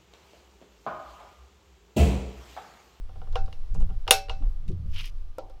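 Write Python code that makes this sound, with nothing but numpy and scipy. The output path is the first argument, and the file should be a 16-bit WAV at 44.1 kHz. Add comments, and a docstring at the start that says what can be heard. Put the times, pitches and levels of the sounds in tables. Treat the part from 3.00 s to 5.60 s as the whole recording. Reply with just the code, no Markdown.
"""Outdoors on a deck: wind buffets the microphone over a hush and a faint motor line; a far bird's whistle falls.
A hose fitting is worked into the brass quick coupling of a small compressor: light knocks, firm blows and
thin ticks, then a ball-lock snap rings sleeve, fitting and steel tank. Soft bumps come near the microphone,
a short scuff crosses the boards, and the plastic cover is knocked, then again faintly.
Struck parts are damped sines plus noise smeared by the contact; the rest is shaped noise and two tones."""
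import sys
import numpy as np
from scipy import signal
from scipy.fft import rfft, irfft
from scipy.io import wavfile
from scipy.ndimage import map_coordinates

SR = 44100
rng = np.random.default_rng(int(sys.argv[2]) if len(sys.argv) > 2 else 0)


def file_out(sig):
    """Save sig as 16-bit WAV at sys.argv[1]."""
    # one column per channel
    cols = np.atleast_2d(sig).T
    # limit, then scale
    lim = np.clip(cols, -1, 1)
    pcm = np.round(lim * 32767).astype(np.int16)
    wavfile.write(sys.argv[1], SR, pcm)


def invert_db(x):
    """Field ratio 10**(x/20) for x, a level in decibels (scalar or array-like)."""
    u = np.asarray(x, float) / 20
    return 10 ** u


N = 114660

# gusts: t/s, thud level/dB, flutter level/dB
GUSTS = [(0, -23.5, -101), (.1, -39, -66.5), (.33, -25.5, -55), (.448, -21, -54.5), (.49, -29, -59.5),
         (.63, -31, -72), (.69, -28, -62.5), (.78, -16.5, -42.5), (.96, -25.5, -55), (1.02, -30, -84),
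         (1.12, -32.5, -54), (1.25, -39.5, -72), (1.31, -24.5, -65), (1.4, -31, -57), (1.44, -20.5, -66),
         (1.51, -19, -65), (1.56, -24, -70.5), (1.66, -32.5, -53.5), (1.69, -21, -37), (1.79, -36, -48.5),
         (1.89, -26, -48.5), (2.08, -29.5, -63), (2.17, -24.5, -76.5), (2.33, -32.5, -78), (2.4, -46, -68),
         (2.47, -28, -74), (2.6, -46.5, -78)]
# wind spectra, relative: f/Hz, level/dB
THUD_SPECTRUM = [(8, 10.5), (20, 9), (50, -4), (80, -38.5)]
RUMBLE_SPECTRUM = [(45, -16.5), (80, 5.5), (140, -16), (200, -39)]
FLUTTER_SPECTRUM = [(110, -14.5), (160, 5), (300, -19), (500, -25.5)]
RUMBLE_OVER_MEAN_DB = 1  # over the dB mean of thud and flutter

# outdoor hush, relative density: f/Hz, level/dB per Hz
HUSH_SPECTRUM = [(250, -4.5), (1100, -13.5), (1900, -19), (3200, -19.5), (5500, -23), (7400, -31),
                 (15700, -36), (16500, -48.5)]
HUSH_DB, HUSH_FADE_DB_PER_S = -63.5, 1
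MOTOR_HZ, MOTOR_DB = 1199, -74
BIRD_S, BIRD_HZ, BIRD_FALL_HZ_PER_S, BIRD_DB = 0.15, 8100, 6500, -79

# light knocks while the hand works the fitting: t/s, tank level/dB before PART_DB
LIGHT_KNOCKS = [(0.091, -39), (0.156, -39), (.215, -33.5), (.271, -40.5), (.331, -41), (.478, -37.5),
                (.747, -35.5), (.756, -35), (.805, -36.5), (0.822, -38), (.891, -37.5), (.902, -37.5),
                (1.422, -39), (1.438, -46), (1.458, -40.5)]
KNOCK_FITTING_DB, KNOCK_CONTACT_MS = -11, 1  # fitting relative to tank
KNOCK_GRIP_T60_S, KNOCK_LOWPASS_HZ = 0.8, 750
# firm blows: t/s, tank level/dB, fitting level/dB, sleeve level/dB (all before PART_DB), contact/ms
FIRM_BLOWS = [(0.3544, -17.5, -31, -54.5, 1.3), (0.526, -44.5, -45.5, -64, 1.2),
              (1.066, -36.5, -55.5, -86, 1.4), (1.0774, -40, -28, -50, 0.49),
              (1.0784, -20, -31.5, -58.5, 1.52), (1.108, -6.5, -6.5, -6, 0.54),
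              (1.283, -32.5, -46.5, -68, 1.8), (1.2939, -24.5, -29.5, -55, 1.21)]
# mode pitches of tank, fitting, sleeve: f/Hz
TANK_HZ = [422, 485, 570, 637, 775, 890, 1058, 1385, 1485, 1615]
FITTING_HZ = [2110, 2632, 2836, 3663, 4070, 5470, 5701]
SLEEVE_HZ = [6466, 6793, 9680]
# their modes in the same order, relative to the part, before scatter and grip: level/dB, t60/s
TANK_MODES = [(-11.5, 0.27), (2.5, 0.077), (-14.5, 0.48), (-5, 0.13), (-3.5, 0.28), (-15.5, 0.17),
              (-18.5, 0.058), (-8, 0.12), (-12.5, 0.2), (-23, 0.3)]
FITTING_MODES = [(-19.5, 0.13), (-8.5, 0.28), (9.5, 0.035), (-4, 0.086), (-13.5, 0.25), (-12.5, 0.25),
                 (-14, 0.083)]
SLEEVE_MODES = [(-14, 0.17), (-11.5, 0.079), (7, 0.034)]
# bands of the many small modes of tank, fitting, sleeve: low f/Hz, high f/Hz, top f/Hz of the crack
DENSE_BANDS = [(400, 1600, 1200), (2050, 5900, 3900), (5900, 13000, 16000)]
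# their crack and rattle, relative to the part: crack level/dB, crack t60/s, rattle level/dB, rattle t60/s
DENSE_DECAYS = [(3, 0.041, -6.5, 0.18), (11.27, 0.015, -0.5, 0.2), (20, 0.002, -1, 0.14)]
PART_DB = -9
SWARM_MODES, SWARM_SHARE = 140, 0.35  # share of the rattle that is discrete modes
LOW_EDGE_HZ = 375  # small parts radiate little lower
GRIP_DB_PER_MS, GRIP_LONG_S = 4, 0.25  # slower contact: stiller rattle; a mode of this t60 loses it in full
SHELL_HZ = 775  # main tank mode, spared by the grip
MODE_SCATTER_DB, MODE_ROUGH, SWELL_CYCLES = 1.5, 0.6, 0.66
RISE_PER_CONTACT = 0.1  # longer contacts start softer

# ticks of balls, spring and grit: t/s, level/dB, f/Hz near the top of the band
TICKS = [(.325, -58.5, 4930), (0.459, -61.5, 5150), (0.744, -54, 7500), (0.801, -58, 7160),
         (0.819, -56, 3600), (1.679, -52.5, 3480), (1.685, -59.5, 6550), (1.717, -62, 4460),
         (2.497, -64, 4800)]

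# soft low bumps near the microphone: t/s, level/dB, f/Hz
THUMPS = [(1.4, -37, 210), (1.682, -24.5, 90), (1.691, -33, 298.4)]
THUMP_CYCLES = 40  # cycles to fall 60 dB

# stroke on the boards: t/s, body level/dB, air level/dB
SCUFF_STROKE = [(1.85, -77.5, -86), (1.916, -68.5, -71), (1.95, -50.5, -61), (1.98, -42.5, -56),
                (2.008, -39, -55.5), (2.03, -54.5, -61.5), (2.044, -41, -60), (2.058, -46.5, -52.5),
                (2.1, -61.5, -64), (2.11, -81, -101)]
# scuff spectra, relative density: f/Hz, level/dB per Hz
SCUFF_BODY_SPECTRUM = [(900, -13), (1700, -8), (2400, 0), (2900, 4.5), (3800, -4), (5500, -12), (7000, -32)]
SCUFF_AIR_SPECTRUM = [(5000, 17), (8000, 3), (11000, 5.5), (15500, -2)]

# knocks on the plastic cover: t/s, level/dB
COVER_KNOCKS = [(2.383, -23.5), (2.498, -44)]
# cover mode pitches: f/Hz
COVER_HZ = [328, 528, 615, 777, 910, 1345]
# cover modes in the same order, relative to the knock, before scatter: level/dB, t60/s
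COVER_MODES = [(-20.5, 0.12), (3, 0.055), (-15, 0.1), (-23, 0.57), (-10.5, 0.042), (-13, 0.057)]
COVER_TICK_DB, COVER_RATTLE_DB, COVER_DULL_DB = -19, -29.5, -23  # relative to the knock

CLIP_LEVEL, LOWPASS_HZ = 1.05, 16400


def unit(x):
    """Scale to rms 1."""
    return x / np.sqrt(np.mean(x ** 2) + 1e-20)


def curves(rows):
    """Interpolate each column after the time to one value per sample."""
    s, *cols = np.transpose(rows)
    return [np.interp(np.arange(N) / SR, s, c) for c in cols]


def wobble(rate_hz):
    """Smooth random curve, rate_hz knots a second."""
    knots = rng.standard_normal(int(N * rate_hz / SR) + 4)
    return map_coordinates(knots, [np.arange(N) * rate_hz / SR])


def noise(spectrum):
    """Noise of rms 1 with a (Hz, dB) spectrum, falling 40 dB in the octave outside it."""
    f, db = np.transpose(spectrum)
    f = np.r_[f[0] / 2, f, f[-1] * 2]
    db = np.r_[db[0] - 40, db, db[-1] - 40]
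    hz = np.fft.rfftfreq(N, 1 / SR) + 1
    gain = invert_db(np.interp(np.log(hz), np.log(f), db))
    return unit(irfft(rfft(rng.standard_normal(N)) * gain, N))


def band(size, lo_hz, hi_hz):
    """Stretch of band noise of rms 1."""
    hz = np.fft.rfftfreq(size, 1 / SR) + 1
    loss = np.sqrt((1 + (lo_hz / hz) ** 12) * (1 + (hz / hi_hz) ** 12))
    return unit(irfft(rfft(rng.standard_normal(size)) / loss, size))


def decay(t, db, t60_s):
    """Exponential fall from db, losing 60 dB in t60_s."""
    return invert_db(db - 60 * t / t60_s)


def lumpy(spectrum, depth_db, rate_hz):
    """Shaped noise of rms 1 with a randomly swaying level."""
    return unit(noise(spectrum) * invert_db(depth_db * wobble(rate_hz)))


def wind():
    """Pressure lumps on the microphone: thud, a fluttering top and the rumble between them."""
    thud_db, flutter_db = curves(GUSTS)
    rumble_db = (thud_db + flutter_db) / 2 + RUMBLE_OVER_MEAN_DB
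    thud = invert_db(thud_db) * noise(THUD_SPECTRUM)
    rumble = invert_db(rumble_db) * lumpy(RUMBLE_SPECTRUM, 1.0, 5.9)
    return thud + rumble + invert_db(flutter_db) * lumpy(FLUTTER_SPECTRUM, 3.2, 24)


def outdoors():
    """Slowly fading hush, a faint unsteady motor line and a far bird's falling, dying whistle."""
    t = np.arange(N) / SR
    hush_db = HUSH_DB - HUSH_FADE_DB_PER_S * t + 1.5 * wobble(6)
    motor_phase = 2 * np.pi * MOTOR_HZ * t + 0.77 * wobble(36)
    motor = invert_db(MOTOR_DB + 0.72 * wobble(11)) * np.sin(motor_phase)
    bird_cycles = BIRD_HZ * t - BIRD_FALL_HZ_PER_S * t * t / 2
    bird = np.clip(1 - t / BIRD_S, 0, 1) * np.sin(2 * np.pi * bird_cycles)
    return invert_db(hush_db) * noise(HUSH_SPECTRUM) + motor + invert_db(BIRD_DB) * bird


def ring(pitches_hz, modes, t, grip_db=0):
    """Damped sines, quick to swell, beating unevenly; a grip lowers the long modes most, the shell not at all."""
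    hz = np.array(pitches_hz)[:, None]
    db, t60 = np.transpose(modes)[:, :, None]
    luck = rng.standard_normal((3, len(modes), 1))
    beat = 1 + MODE_ROUGH * np.sin(hz ** 2 / 2e5 * luck[1] * t) * np.cos(hz / 16 * luck[2] * t)
    grip_loss_db = grip_db * t60 / GRIP_LONG_S * (hz != SHELL_HZ)
    fall = decay(t, db + MODE_SCATTER_DB * luck[0] - grip_loss_db, t60)
    swell = 1 - np.exp(-t * hz / SWELL_CYCLES)
    return np.sum(fall * beat * swell * np.sin(2 * np.pi * hz * t), axis=0)


def add(track, s, sound, contact_ms):
    """Lay a sound in at s, smeared by a scratchy, colourless contact peaking near contact_ms."""
    u = np.arange(1024) / SR * 1000 / contact_ms
    shape, push = u * np.exp(-u), rng.standard_normal(len(u))
    for _ in range(16):  # alternate between the time envelope and a flat spectrum
        z = rfft(push * np.sqrt(shape))
        push = irfft(z / np.abs(z))
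    t_ms = np.arange(len(sound)) / SR * 1000
    rise = 1 - np.exp(-(t_ms / (RISE_PER_CONTACT * contact_ms)) ** 2)
    hit = signal.fftconvolve(sound * rise, push / np.linalg.norm(push))
    track[round(s * SR):][:len(hit)] += hit


def swarm(t, lo_hz, hi_hz, t60_s):
    """Crowd of small modes scattered over a band; the higher tend to die sooner."""
    place, size, life, phase = rng.random((4, SWARM_MODES, 1))
    hz = lo_hz + (hi_hz - lo_hz) * place
    fade = decay(t, -8 * size, t60_s * (1.5 - 0.46 * place) * (0.51 + 0.65 * life))
    return np.sum(fade * np.sin(2 * np.pi * (hz * t + phase)), axis=0) * np.sqrt(4 / SWARM_MODES)


def struck(t, swarms, contact_ms, *levels_db):
    """Tank, fitting and sleeve answer one blow: main modes, a crack and a dense rattle."""
    grip_db = GRIP_DB_PER_MS * contact_ms
    pitches = TANK_HZ, FITTING_HZ, SLEEVE_HZ
    mode_sets = TANK_MODES, FITTING_MODES, SLEEVE_MODES
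    parts = zip(levels_db, pitches, mode_sets, DENSE_BANDS, DENSE_DECAYS, swarms)
    out = np.zeros(len(t))
    for db, hz, modes, (lo, hi, top), (crack_db, crack_t60, rattle_db, rattle_t60), crowd in parts:
        modal = ring(hz, modes, t, grip_db)
        crack = decay(t, crack_db, crack_t60) * band(len(t), lo, top)
        discrete = invert_db(rattle_db) * crowd[:len(t)]
        diffuse = decay(t, rattle_db, rattle_t60) * band(len(t), lo, hi)
        rattle = SWARM_SHARE * discrete + (1 - SWARM_SHARE) * diffuse
        out += invert_db(db + PART_DB) * (modal + crack + invert_db(-grip_db) * rattle)
    return out


def coupling():
    """Light knocks are dulled and further damped by the grip; firm blows ring on, the snap the loudest."""
    firm, light, t = np.zeros(N + SR), np.zeros(N + SR), np.arange(16384) / SR
    swarms = [swarm(t, lo, hi, t60) for (lo, hi, _), (*_, t60) in zip(DENSE_BANDS, DENSE_DECAYS)]
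    for s, *levels_db, contact_ms in FIRM_BLOWS:
        add(firm, s, struck(t, swarms, contact_ms, *levels_db), contact_ms)
    t = t[:8192]
    grip = decay(t, 0, KNOCK_GRIP_T60_S)
    for s, db in LIGHT_KNOCKS:  # tank and fitting only
        knock = struck(t, swarms, KNOCK_CONTACT_MS, db, db + KNOCK_FITTING_DB)
        add(light, s, grip * knock, KNOCK_CONTACT_MS)
    dull = signal.lfilter(*signal.butter(1, KNOCK_LOWPASS_HZ, fs=SR), light)
    both = (firm + dull)[:N]
    return signal.sosfilt(signal.butter(4, LOW_EDGE_HZ, "high", fs=SR, output="sos"), both)


def ticks():
    """Thin ticks of balls, spring and grit: a pitched band of noise under a brief broad click."""
    out, t = np.zeros(N + SR), np.arange(SR // 3) / SR
    for s, db, hz in TICKS:
        pitched = decay(t, db, 0.078) * band(len(t), hz / 1.58, hz * 1.06)
        click = decay(t, db + 1, 0.0086) * band(len(t), 1200, 10400)
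        add(out, s, pitched + click, contact_ms=0.53)
    return out[:N]


def thumps():
    """Dull bumps: low band noise with a soft start; the higher ones die sooner."""
    out, t = np.zeros(N + SR), np.arange(SR // 3) / SR
    for s, db, hz in THUMPS:
        envelope = decay(t, db, THUMP_CYCLES / hz) * (1 - np.exp(-t * hz / 2))
        add(out, s, envelope * band(len(t), hz / 1.3, hz * 1.27), contact_ms=2.7)
    return out[:N]


def scuff():
    """Friction: a throaty body and an airy top, both grainy, under one stroke."""
    body_db, air_db = curves(SCUFF_STROKE)
    on = np.arange(N) / SR > SCUFF_STROKE[0][0]
    body = invert_db(body_db + 2.05 * wobble(300)) * noise(SCUFF_BODY_SPECTRUM)
    air = invert_db(air_db + 2.7 * wobble(300)) * noise(SCUFF_AIR_SPECTRUM)
    return on * (body + air)


def cover():
    """Dull knocks on the plastic cover: its modes, low noise, a thin tick and a rattle."""
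    out, t = np.zeros(N + SR), np.arange(SR // 3) / SR
    for s, db in COVER_KNOCKS:
        dull = decay(t, COVER_DULL_DB, 0.56) * band(len(t), 275, 910)
        tick = decay(t, COVER_TICK_DB, 0.01) * band(len(t), 1830, 13750)
        rattle = decay(t, COVER_RATTLE_DB, 0.15) * band(len(t), 703, 5800)
        knock = ring(COVER_HZ, COVER_MODES, t) + dull + tick + rattle
        add(out, s, invert_db(db) * knock, contact_ms=0.44)
    return out[:N]


def scene():
    """Sum all sources at one microphone."""
    return (wind() + outdoors() + coupling() + ticks() + thumps() + scuff() + cover())[None]


def top_cut(x):
    """Nothing passes above the cut-off."""
    return signal.sosfilt(signal.butter(12, 21850, fs=SR, output="sos"), x)


def record(dry):
    """The converter clips peaks with a rounded knee; a zero-phase low-pass ends the band."""
    clipped = dry / (1 + np.abs(dry / CLIP_LEVEL) ** 6) ** (1 / 6)
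    lowpass = signal.butter(6, LOWPASS_HZ, fs=SR, output="sos")
    return top_cut(signal.sosfiltfilt(lowpass, clipped))


dry = scene()
out = record(dry)
file_out(out)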